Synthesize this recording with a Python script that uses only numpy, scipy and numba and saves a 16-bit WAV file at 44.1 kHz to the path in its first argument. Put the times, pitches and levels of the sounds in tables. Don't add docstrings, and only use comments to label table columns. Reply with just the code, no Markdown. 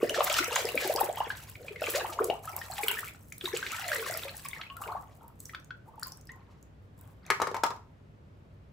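import sys
import numpy as np
from scipy import signal
from scipy.fft import rfft, irfft, next_fast_len
from scipy.io import wavfile
from numba import njit

SR = 44100
rng = np.random.default_rng(int(sys.argv[2]) if len(sys.argv) > 2 else 0)


def output_pcm(signal):
    pcm = np.clip(np.atleast_2d(signal).T, -1, 1) * 32767
    wavfile.write(sys.argv[1], SR, np.round(pcm).astype(np.int16))


N = 384552

# (frequency [Hz], density [dB])
RUMBLE_SPECTRUM = [(24, -57), (40, -21.5), (101, -6.5), (297, -20), (585, -25.5), (697, -30), (751, -31.5),
                   (2700, -42.5), (9690, -60), (13800, -61), (16000, -68.5)]
# (frequency [Hz], side minus mid [dB])
RUMBLE_WIDTH = [(60, -15), (250, -8.5), (1000, 3), (4000, -2)]
# (frequency [Hz], rms level [dB])
MOTOR_LINES = [(49, -83.5), (62, -62.5), (98, -60), (147, -66), (195, -76)]
# (start [s], hold [s], gurgle [dB], gurgle pitch [Hz], splash [dB], spray [dB])
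STROKES = [(0.0, 0.11, -45, 492, -46, -50), (.17, 0.047, -41.5, 710, -40, -44),
           (.235, 0.051, -47.5, 720, -43.5, -56), (.28, 0.11, -45, 740, -35, -39.5),
           (0.522, 0.063, -39.5, 634, -38.5, -37), (0.658, 0.16, -50.5, 517, -44, -50),
           (.83, 0.19, -38.5, 646, -43, -43), (1.16, 0.19, -58.5, 766, -48.5, -55),
           (1.36, 0.16, -67.5, 700, -59.5, -55), (1.6, 0.31, -58.5, 497, -61, -61),
           (1.825, 0.024, -50.5, 604, -39.5, -42.5), (1.875, 0.032, -45.5, 500, -41, -33.5),
           (1.95, 0.074, -43.5, 623, -41.5, -44), (2.039, 0.06, -48.5, 790, -64, -74),
           (2.19, 0.062, -39, 523, -50, -48.5), (2.448, 0.2, -50, 894, -56, -52.5),
           (2.719, 0.1, -49, 940, -49.5, -41), (2.849, 0.08, -61.5, 500, -46, -40.5),
           (2.96, 0.08, -59.5, 504, -54, -48.5), (3.1, 0.26, -77, 1200, -92, -64),
           (3.442, 0.21, -55, 418, -47.5, -46.5), (3.71, 0.42, -61.5, 844, -41, -43),
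           (4.02, 0.16, -52, 580, -50.5, -47), (4.24, 0.042, -54.5, 604, -52.5, -52),
           (4.371, 0.12, -64.5, 950, -56, -49), (4.55, 0.036, -53.5, 900, -55.5, -60),
           (4.72, 0.074, -56, 1090, -76, -62), (4.82, 0.1, -43.5, 960, -64, -54),
           (5.021, 0.083, -64.5, 800, -76, -65.5), (5.21, 0.024, -55, 912, -79, -73),
           (5.401, 0.099, -73, 1180, -79, -57.5), (5.869, 0.063, -59.5, 860, -89, -74),
           (6.0, 0.11, -60, 1040, -69, -80), (6.301, 0.21, -65, 1037, -76, -93),
           (6.997, 0.087, -65.5, 990, -72.5, -66.5), (7.252, 0.07, -57, 1040, -57.5, -81)]
# (frequency [Hz], density [dB])
SPRAY_SPECTRUM = [(2500, -19), (4000, 0), (6000, 4.5), (8500, 14), (10500, 13), (12500, 12.5),
                  (15500, 16.5), (16200, -9), (17000, -12.5)]
# (time [s], level [dB], pitch [Hz], life [s])
AIR_POCKETS = [(0.029, -12.5, 482, 0.031), (0.178, -20.5, 548, 0.037), (0.205, -12.5, 720, 0.024),
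               (0.254, -29, 742, 0.058), (0.3, -27.5, 692, 0.053), (0.4, -27.5, 335, 0.044),
               (0.479, -29.5, 490, 0.025), (0.518, -28.5, 490, 0.03), (0.561, -22, 944, 0.012),
               (0.646, -26, 497, 0.064), (0.745, -23.5, 537, 0.035), (0.76, -27.5, 262, 0.021),
               (0.821, -32, 503, 0.023), (0.848, -29.5, 377, 0.082), (0.896, -19.5, 628, 0.029),
               (0.95, -26.5, 420, 0.021), (0.975, -23.5, 1022, 0.035), (1.011, -17.5, 876, 0.026),
               (1.03, -30.5, 375, 0.048), (1.088, -21, 602, 0.027), (1.172, -28, 945, 0.032),
               (1.204, -18.5, 885, 0.023), (1.268, -28.5, 452, 0.015), (1.607, -37, 482, 0.026),
               (1.644, -35.5, 546, 0.022), (1.707, -38, 414, 0.056), (1.818, -21.5, 660, 0.027),
               (1.883, -27.5, 453, 0.015), (1.948, -24, 631, 0.093), (2.045, -19.5, 900, 0.021),
               (2.096, -31.5, 1230, .03), (2.188, -18, 1140, 0.013), (2.204, -18.5, 434, 0.037),
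               (2.232, -35.5, 735, 0.033), (2.282, -31, 417, 0.064), (2.299, -19.5, 695, 0.03),
               (2.322, -28, 818, 0.05), (2.476, -29, 1300, 0.03), (2.7, -29.5, 756, .024),
               (2.783, -32.5, 827, 0.087), (2.833, -29, 428, 0.028), (2.892, -36.5, 416, 0.061),
               (2.93, -33, 420, 0.029), (3.03, -28, 1340, 0.019), (3.438, -29, 366, 0.026),
               (3.476, -30, 1030, 0.012), (3.533, -17, 400, 0.026), (3.725, -33.5, 1312, 0.056),
               (3.948, -36.5, 549, 0.081), (4.071, -30, 533.5, 0.025), (4.097, -28.5, 670, .027),
               (4.139, -36, 646, 0.1), (4.252, -29.5, 550, 0.04), (4.453, -37, 1110, 0.027),
               (4.699, -40, 1108, 0.097), (4.593, -39, 1286, 0.025), (4.819, -31.5, 1173, 0.019),
               (4.887, -28.5, 1073, 0.03), (4.918, -28, 1120, 0.025), (4.966, -29.5, 1124, 0.033),
               (4.95, -27, 790, 0.02), (5.24, -45, 920, 0.053), (5.882, -45.5, 900, 0.035),
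               (5.979, -38, 880, 0.019), (6.026, -28, 1450, 0.01), (6.06, -43, 1054, 0.068),
               (6.3, -54.5, 1054, 0.22)]
# (time [s], level [dB], pitch [Hz])
DROPLET_BURSTS = [(0.0941, -24, 5870), (0.175, -39, 5300), (0.2463, -21, 12050), (0.297, -22, 6600),
                  (0.327, -19, 7400), (0.3405, -18.5, 5300), (0.4433, -20.5, 5740), (0.529, -25, 7500),
                  (0.5578, -14, 6680), (0.653, -23.5, 4900), (0.688, -28, 12700), (0.754, -23, 11300),
                  (0.8757, -23.5, 12300), (0.9392, -24.5, 12000), (0.9602, -19.5, 4800),
                  (1.003, -25, 12300), (1.0086, -17, 10900), (1.127, -34, 7100), (1.158, -33, 11500),
                  (1.497, -32, 12800), (1.9579, -21.5, 6640), (1.978, -26, 4540), (2.243, -17.5, 8780),
                  (2.5642, -20.5, 12200), (2.589, -35, 5130), (2.7117, -33, 7650), (2.8366, -22, 7500),
                  (2.8827, -16, 12600), (2.9136, -19, 12000), (3.0056, -28.5, 11000), (3.324, -31.5, 6470),
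                  (3.381, -31, 10300), (3.572, -21.5, 7500), (3.7185, -25.5, 6860), (3.8815, -25, 6670),
                  (3.9628, -24, 7800), (4.11, -27, 7100), (4.139, -25.5, 4900), (4.1736, -22, 11600),
                  (4.3678, -31, 10300), (4.4857, -24, 8550), (4.7676, -34, 11600), (5.28, -43, 11900),
                  (5.4026, -30.5, 7900), (5.455, -32.5, 5800), (5.599, -50, 5540), (5.645, -46.5, 6600),
                  (5.957, -55, 12300), (5.996, -36.5, 8300), (6.0137, -44, 7100), (6.0309, -22.5, 4540),
                  (6.07, -33, 12800), (6.081, -34, 7340), (6.12, -33.5, 5370), (6.172, -41.5, 8300),
                  (6.211, -46.5, 6140), (6.254, -52, 12100), (6.271, -44.5, 5040), (6.318, -45.5, 6600),
                  (6.36, -59, 12000), (6.627, -48, 6680), (7.011, -43, 12000), (7.264, -41, 6100)]
# (time [s], level [dB], pitch [Hz], life [s])
DROP_PLINKS = [(0.095, -23.5, 2970, 0.011), (0.144, -24.5, 1680, 0.0069), (0.175, -23.5, 1260, 0.0082),
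               (0.2053, -17, 1148, 0.0097), (0.299, -14, 2820, 0.0014), (0.342, -21, 2940, 0.0074),
               (0.387, -16.5, 1416, 0.014), (0.4259, -27.5, 2030, 0.013), (0.5253, -30, 2830, 0.013),
               (0.5609, -10.5, 1780, 0.0033), (0.669, -31, 2030, 0.015), (0.6887, -29.5, 2790, 0.016),
               (0.7755, -19.5, 2360, 0.01), (1.172, -30.5, 3130, 0.0071), (1.2023, -33.5, 2930, 0.013),
               (1.3024, -23.5, 1610, 0.011), (1.5544, -37.5, 2300, 0.0075), (1.6816, -33, 2440, 0.013),
               (1.759, -33.5, 2110, 0.015), (1.82, -26.5, 1426, 0.011), (1.8397, -26, 2700, 0.014),
               (1.8668, -25, 2350, 0.014), (1.9488, -20, 1830, 0.0038), (2.2998, -23.5, 2860, 0.0089),
               (2.614, -30, 1820, 0.014), (2.7809, -21, 1780, 0.0018), (2.833, -23.5, 2320, 0.0062),
               (2.8825, -15.5, 3040, 0.0042), (2.902, -26, 2785, 0.012), (2.939, -33.5, 2400, 0.025),
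               (2.9703, -30, 1780, 0.02), (2.988, -27, 1850, 0.0083), (3.075, -35, 2300, 0.0069),
               (3.086, -35, 2390, 0.0056), (3.147, -45, 1405, 0.01), (3.3216, -37, 2290, 0.0064),
               (3.4104, -29.5, 3430, 0.0082), (3.4556, -22, 3820, 0.012), (3.565, -20, 2890, 0.0036),
               (3.6273, -25.5, 1570, 0.016), (3.6645, -20.5, 2100, 0.0036), (3.73, -34.5, 1460, 0.03),
               (3.917, -19, 1590, 0.011), (3.93, -22.5, 1880, 0.012), (3.958, -24.5, 1950, 0.012),
               (3.995, -29, 2270, 0.0056), (4.098, -34.5, 1830, 0.0086), (4.193, -35, 2750, 0.006),
               (4.222, -37, 2300, 0.0062), (4.234, -30.5, 3650, 0.0055), (4.293, -35.5, 4200, 0.0054),
               (4.2823, -26.5, 2460, 0.0029), (4.451, -37.5, 2290, 0.0063), (4.46, -32, 2430, 0.0054),
               (4.488, -45, 1900, 0.01), (4.5314, -30, 2180, 0.013), (4.563, -38, 1880, 0.016),
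               (4.6132, -23.5, 2500, 0.0018), (4.634, -38, 2180, 0.011), (4.665, -45, 2570, 0.021),
               (4.7003, -37.5, 2940, 0.013), (4.766, -41, 1380, 0.036), (4.837, -40, 2880, 0.012),
               (4.877, -34, 2350, 0.0062), (4.92, -46, 4200, 0.0065), (5.4946, -38.5, 1940, 0.0092),
               (5.534, -39, 1286, 0.016), (5.5471, -25, 1520, 0.0043), (5.7058, -33, 1494, 0.019),
               (6.2919, -40.5, 1930, 0.04)]
# (time [s], pitch [Hz], level [dB])
DRAIN_GLIDE = [(3.684, 1500, -68.5), (3.741, 1250, -58), (3.798, 900, -62), (3.857, 676, -43),
               (3.933, 573, -41), (4.0, 437.7, -41), (4.06, 419, -47), (4.1, 375, -97.5)]
# (time [s], shell [dB], tray [dB], crack [dB], shell tilt [dB/oct])
TOY_KNOCKS = [(7.302, -16.5, -25.5, -23, 16.5), (7.4, -19, -41, -41.5, -1.5), (7.417, -17, -22, -28, 5),
              (7.47, -23.5, -26.5, -37.5, 3.5), (7.512, -37, -31.5, -48, -18.5),
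              (7.544, -21, -32.5, -38.5, 4.5), (7.565, -30, -56.5, -40.5, -13.5),
              (7.635, -6, -62, -25, -12), (7.662, -35.5, -46, -36, -0.5), (7.704, -26, -42, -42.5, -3),
              (7.761, -36, -70, -57, -17)]
# (frequency [Hz], level [dB], T60 [s])
SHELL_MODES = [(645, -30, 0.028), (822, -17.5, .025), (867, -8.5, 0.031), (898, 6, 0.035), (986, 6, 0.014),
               (1070, 0.5, 0.024), (1245, 7, 0.025), (1470, -6, 0.012), (1700, -2, 0.02),
               (1920, -5.5, 0.018), (2190, -1, 0.0099)]
# (frequency [Hz], level [dB], T60 [s])
TRAY_MODES = [(328, -18.5, 0.0416), (390, 2, 0.11), (435, 2.5, 0.035), (515, 6, 0.021)]
# (frequency [Hz], side minus mid [dB])
ECHO_WIDTH = [(200, -10.5), (1000, 2), (4000, 4), (6500, 5), (9000, -11.5), (16000, -12)]
# (frequency [Hz], left lead [rad])
PORT_PHASE = [(0, 0), (950, -0.2), (3360, 0.8), (4220, 0.1), (6720, 0.3), (7580, -0.0), (9040, -2.7),
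              (9820, -3.3), (11500, -6.2), (12300, -6.7), (13600, -9.1), (14500, -9.7), (15800, -12.2),
              (16700, -12.7)]

RUMBLE_DB, CALM_DB, RUSH_RE_SPLASH_DB = -56, -94, -10
SWELL_DB_PER_S, SETTLE_DB_PER_S = 505, 134
RISE_OCT, RISE_SPREAD_OCT = 0.75, 0.054
RISE_LOSS_OCT_PER_OCT, RISE_OCT_PER_DB = 0.08, 1.1
ROOM_DB, ROOM_T60_S, TREBLE_T60_S, WALL_CUT_HZ = -7, 0.21, 0.28, 3700
LATE_HZ, LATE_T60_S, LATE_DB = 1000, 0.44, -8.5
STOPBAND_HZ = 16900


def from_db(db):
    return 10 ** (np.asarray(db) / 20)


def unit_rms(x):
    return x / np.sqrt(np.mean(x ** 2) + 1e-20)


def butter(x, order, hz, kind="low"):
    return signal.sosfilt(signal.butter(order, hz, kind, fs=SR, output="sos"), x)


def coloured(x, spectrum):
    size = next_fast_len(N)
    bins_hz = np.fft.rfftfreq(size, 1 / SR) + 1
    hz, db = np.transpose(spectrum)
    gain = from_db(np.interp(np.log(bins_hz), np.log(hz), db))
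    return irfft(rfft(x, size) * gain, size)[..., :N]


def drift(rate_hz):
    pole = np.exp(-80 * np.pi * rate_hz / SR)
    slow = signal.lfilter([1], [1, -2 * pole, pole * pole], rng.standard_normal(N // 40 + 2002))[2000:]
    return np.interp(np.arange(N) / 40, np.arange(len(slow)), unit_rms(slow))


def ring(force, hz, t60_s):
    r, w = from_db(-60 / (t60_s * SR)), 2 * np.pi * hz / SR
    return signal.lfilter([0, np.sin(w)], [1, -2 * r * np.cos(w), r * r], force + 1e-18)


def clicks(time_s, db):
    out = np.zeros(N)
    np.add.at(out, (np.asarray(time_s) * SR).astype(int), from_db(db))
    return out


def puffs(time_s, db, t60_s):
    decay = signal.lfilter([1], [1, -from_db(-60 / (t60_s * SR))], clicks(time_s, db))
    pole = from_db(-60 / (0.36 * t60_s * SR))
    return signal.lfilter([1 - pole], [1, -pole], decay) * rng.standard_normal(N)


@njit
def add_bubbles(out, start, height, hz, life_s, rise_oct, pan, swell_rad, hold):
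    for k in range(len(start)):
        phase, length = 0.0, life_s[k] * SR
        for i in range(min(int(length), out.shape[1] - start[k])):
            age = i / length
            pitch_hz = min(hz[k] * 2 ** (rise_oct[k] * (age - 0.25)), 0.4 * SR)
            phase += 2 * np.pi * pitch_hz / SR
            envelope = (1 - np.exp(-phase / swell_rad)) * 1000.0 ** (-age ** hold)
            sample = height[k] * envelope * np.sin(phase)
            out[0, start[k] + i] += sample * pan[k]
            out[1, start[k] + i] += sample / pan[k]


def bubbles(time_s, db, hz, life_s, rise_oct, swell_rad, hold):
    out = np.zeros((2, N))
    pan_db = 1.8 + 3.0 * rng.standard_normal(len(time_s))
    add_bubbles(out, (time_s * SR).astype(np.int64), from_db(db), hz, np.clip(life_s, 0.001, 0.3),
                np.full(len(time_s), rise_oct), from_db(pan_db / 2), swell_rad, hold)
    return out


def swarm(centre_hz, spread_oct, cycles, uneven_db, count):
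    time_s = rng.random(count) * (N - 1) / SR
    size = rng.exponential(1, count)
    detune, climb = rng.standard_normal((2, count))
    start = (time_s * SR).astype(int)
    hz = np.broadcast_to(centre_hz, N)[start] * 2 ** (spread_oct * detune)
    db = uneven_db * np.minimum(size, 3) + 3.0 * drift(18)[start]
    return unit_rms(bubbles(time_s, db, hz, cycles / hz, 0.17 + 0.38 * climb, swell_rad=18.0, hold=1.6))


def far_motor():
    mid, side = coloured(rng.standard_normal((2, N)), RUMBLE_SPECTRUM)
    side = coloured(side, RUMBLE_WIDTH)
    rumble = from_db(RUMBLE_DB) * unit_rms(np.array([mid + side, mid - side]))
    drone = sum(from_db(db) * unit_rms(ring(rng.standard_normal(N), hz, 0.73)) for hz, db in MOTOR_LINES)
    return rumble + drone


def hand_strokes():
    t = np.arange(0, N + 64, 64) / SR
    start_s, hold_s, gurgle_db, hz, splash_db, spray_db = np.transpose(STROKES)[:, :, None]
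    swell_db = SWELL_DB_PER_S * (t - start_s)
    settle_db = SETTLE_DB_PER_S * (start_s + hold_s - t)
    shape_db = np.minimum(0, np.minimum(swell_db, settle_db))
    powers = [from_db(2 * (db + shape_db)) + 1e-30 for db in (gurgle_db, splash_db, spray_db)]
    pitch_hz = np.sum(powers[0] * hz, axis=0) / np.sum(powers[0], axis=0)
    levels_db = [10 * np.log10(np.sum(power, axis=0) + from_db(2 * CALM_DB)) for power in powers]
    return [np.interp(np.arange(N) / SR, t, curve) for curve in (*levels_db, pitch_hz)]


def gurgle(db, pitch_hz):
    return from_db(db) * swarm(pitch_hz, spread_oct=0.3516, cycles=16, uneven_db=3, count=3500)


def splash(db):
    small = from_db(db) * swarm(2300, spread_oct=0.65, cycles=22, uneven_db=6.3, count=9000)
    rush = unit_rms(butter(rng.standard_normal(N), 1, [1300, 5500], "band"))
    return small + from_db(db + RUSH_RE_SPLASH_DB + 7.7 * drift(17)) * rush


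def spray(db):
    rate_per_s = 500 * from_db(6.0 * drift(20))
    born = rng.random(N) < rate_per_s / SR
    grains = born * from_db(2.7 * np.minimum(rng.exponential(1, N), 5)) * rng.choice([-1, 1], N)
    hiss = 0.28 * rng.standard_normal((2, N))
    clumps = from_db(5.0 * drift(36))
    mist = unit_rms(coloured((unit_rms(grains) + hiss) * clumps, SPRAY_SPECTRUM))
    fizz = swarm(7000, spread_oct=0.67, cycles=28, uneven_db=12, count=3000)
    return from_db(db) * mist + from_db(db - 12) * fizz


def air_pockets():
    time_s, db, hz, life_s = np.transpose(AIR_POCKETS)
    rise_oct = RISE_OCT - RISE_LOSS_OCT_PER_OCT * np.log2(hz / 600) + RISE_OCT_PER_DB * (db + 28.5)
    rise_oct += RISE_SPREAD_OCT * rng.standard_normal(len(time_s))
    pockets = bubbles(time_s, db - 4.5, hz, life_s, np.clip(rise_oct, 0.1, 1.2), swell_rad=2.5, hold=2.72)
    return pockets * from_db(3.63 * drift(88))


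def droplet_ticks():
    time_s, db, hz = np.transpose(DROPLET_BURSTS)
    pings = bubbles(time_s, db - 1, hz, life_s=26 / hz, rise_oct=0.6, swell_rad=37.0, hold=3.0)
    tilt_db = 8 * np.clip(np.log2(hz / 7000), 0, 1)
    body = butter(puffs(time_s, db - 10.5 - tilt_db, t60_s=0.012), 4, 9500)
    top = butter(puffs(time_s, db - 15.5 + tilt_db, t60_s=0.01), 4, 9500, "high")
    return pings + coloured(body + top, SPRAY_SPECTRUM)


def drops():
    time_s, db, hz, life_s = np.transpose(DROP_PLINKS)
    plinks = bubbles(time_s, db - 0.5, hz, life_s, rise_oct=0.35, swell_rad=5.6, hold=2.37)
    plinks *= from_db(2.2 * drift(200))
    slaps = butter(puffs(time_s, db - 0.5, t60_s=0.022), 3, [1200, 4000], "band")
    return plinks + slaps


def drain():
    time_s, hz, db = np.transpose(DRAIN_GLIDE)
    t = np.arange(N) / SR
    phase = 2 * np.pi * np.cumsum(np.interp(t, time_s, hz)) / SR
    envelope = from_db(np.interp(t, time_s, db, left=-99, right=-99))
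    return envelope * (drift(45) * np.sin(phase) + drift(45) * np.cos(phase))


def toy_knocks():
    time_s, shell_db, tray_db, crack_db, tilt_db_per_oct = np.transpose(TOY_KNOCKS)
    count, out = len(time_s), np.zeros(N)
    for hz, db, t60_s in SHELL_MODES:
        spot_db = rng.normal(0, 2.0, count)
        blow_db = shell_db - 13.5 + db + tilt_db_per_oct * np.log2(hz / 1000) + spot_db
        blows = clicks(time_s + rng.uniform(0, 0.001, count), blow_db)
        rattle = puffs(time_s, blow_db - 24.5, t60_s=0.089)
        out += ring(blows + rattle, hz, t60_s)
    for k, (hz, db, t60_s) in enumerate(TRAY_MODES):
        lag_s = rng.uniform(0.0011, 0.0052, count)
        spot_db = rng.normal(0, 2.0, count)
        blows = clicks(time_s + lag_s, tray_db - 5.5 + db + spot_db)
        out += (-1) ** k * ring(blows, hz, t60_s)
    out += butter(puffs(time_s, crack_db + 7, t60_s=0.029), 1, [1500, 7000], "band")
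    out = butter(out, 2, 300, "high")
    return out * from_db([[2.2], [-2.2]])


def room(x):
    t = np.arange(SR // 2) / SR
    echoes = rng.standard_normal((2, len(t))) * (t > 0.004)
    low = butter(echoes, 1, WALL_CUT_HZ)
    treble = echoes - low
    mid, side = low * from_db(-60 * t / ROOM_T60_S) + treble * from_db(-2.5 - 60 * t / TREBLE_T60_S)
    late = butter(echoes[0], 1, [LATE_HZ / 2, LATE_HZ * 2], "band")
    mid = mid + late * from_db(LATE_DB - 60 * t / LATE_T60_S) * (1 - np.exp(-t / 0.059))
    side = coloured(side, ECHO_WIDTH)[:len(t)]
    tail = np.array([mid + side, mid - side])
    tail /= np.sqrt(np.sum(tail ** 2) / 2)
    return signal.fftconvolve(x[None], tail, axes=1)[:, :N]


def scene():
    gurgle_db, splash_db, spray_db, pitch_hz = hand_strokes()
    water = gurgle(gurgle_db, pitch_hz) + splash(splash_db) + air_pockets()
    water += drops() + spray(spray_db) + droplet_ticks()
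    near = butter(water + drain() + toy_knocks(), 3, 230, "high")
    return near + from_db(ROOM_DB) * room(near.mean(axis=0)) + far_motor()


def record(dry):
    size = next_fast_len(N + 1024)
    lead_rad = np.interp(np.fft.rfftfreq(size, 1 / SR), *np.transpose(PORT_PHASE))
    phase_shift = np.exp(1j * np.outer([0, -1], lead_rad))
    ports = irfft(rfft(dry, size) * phase_shift, size)[:, :N]
    return signal.sosfilt(signal.cheby2(12, 70, STOPBAND_HZ, fs=SR, output="sos"), ports)


dry = scene()
out = record(dry)
output_pcm(out)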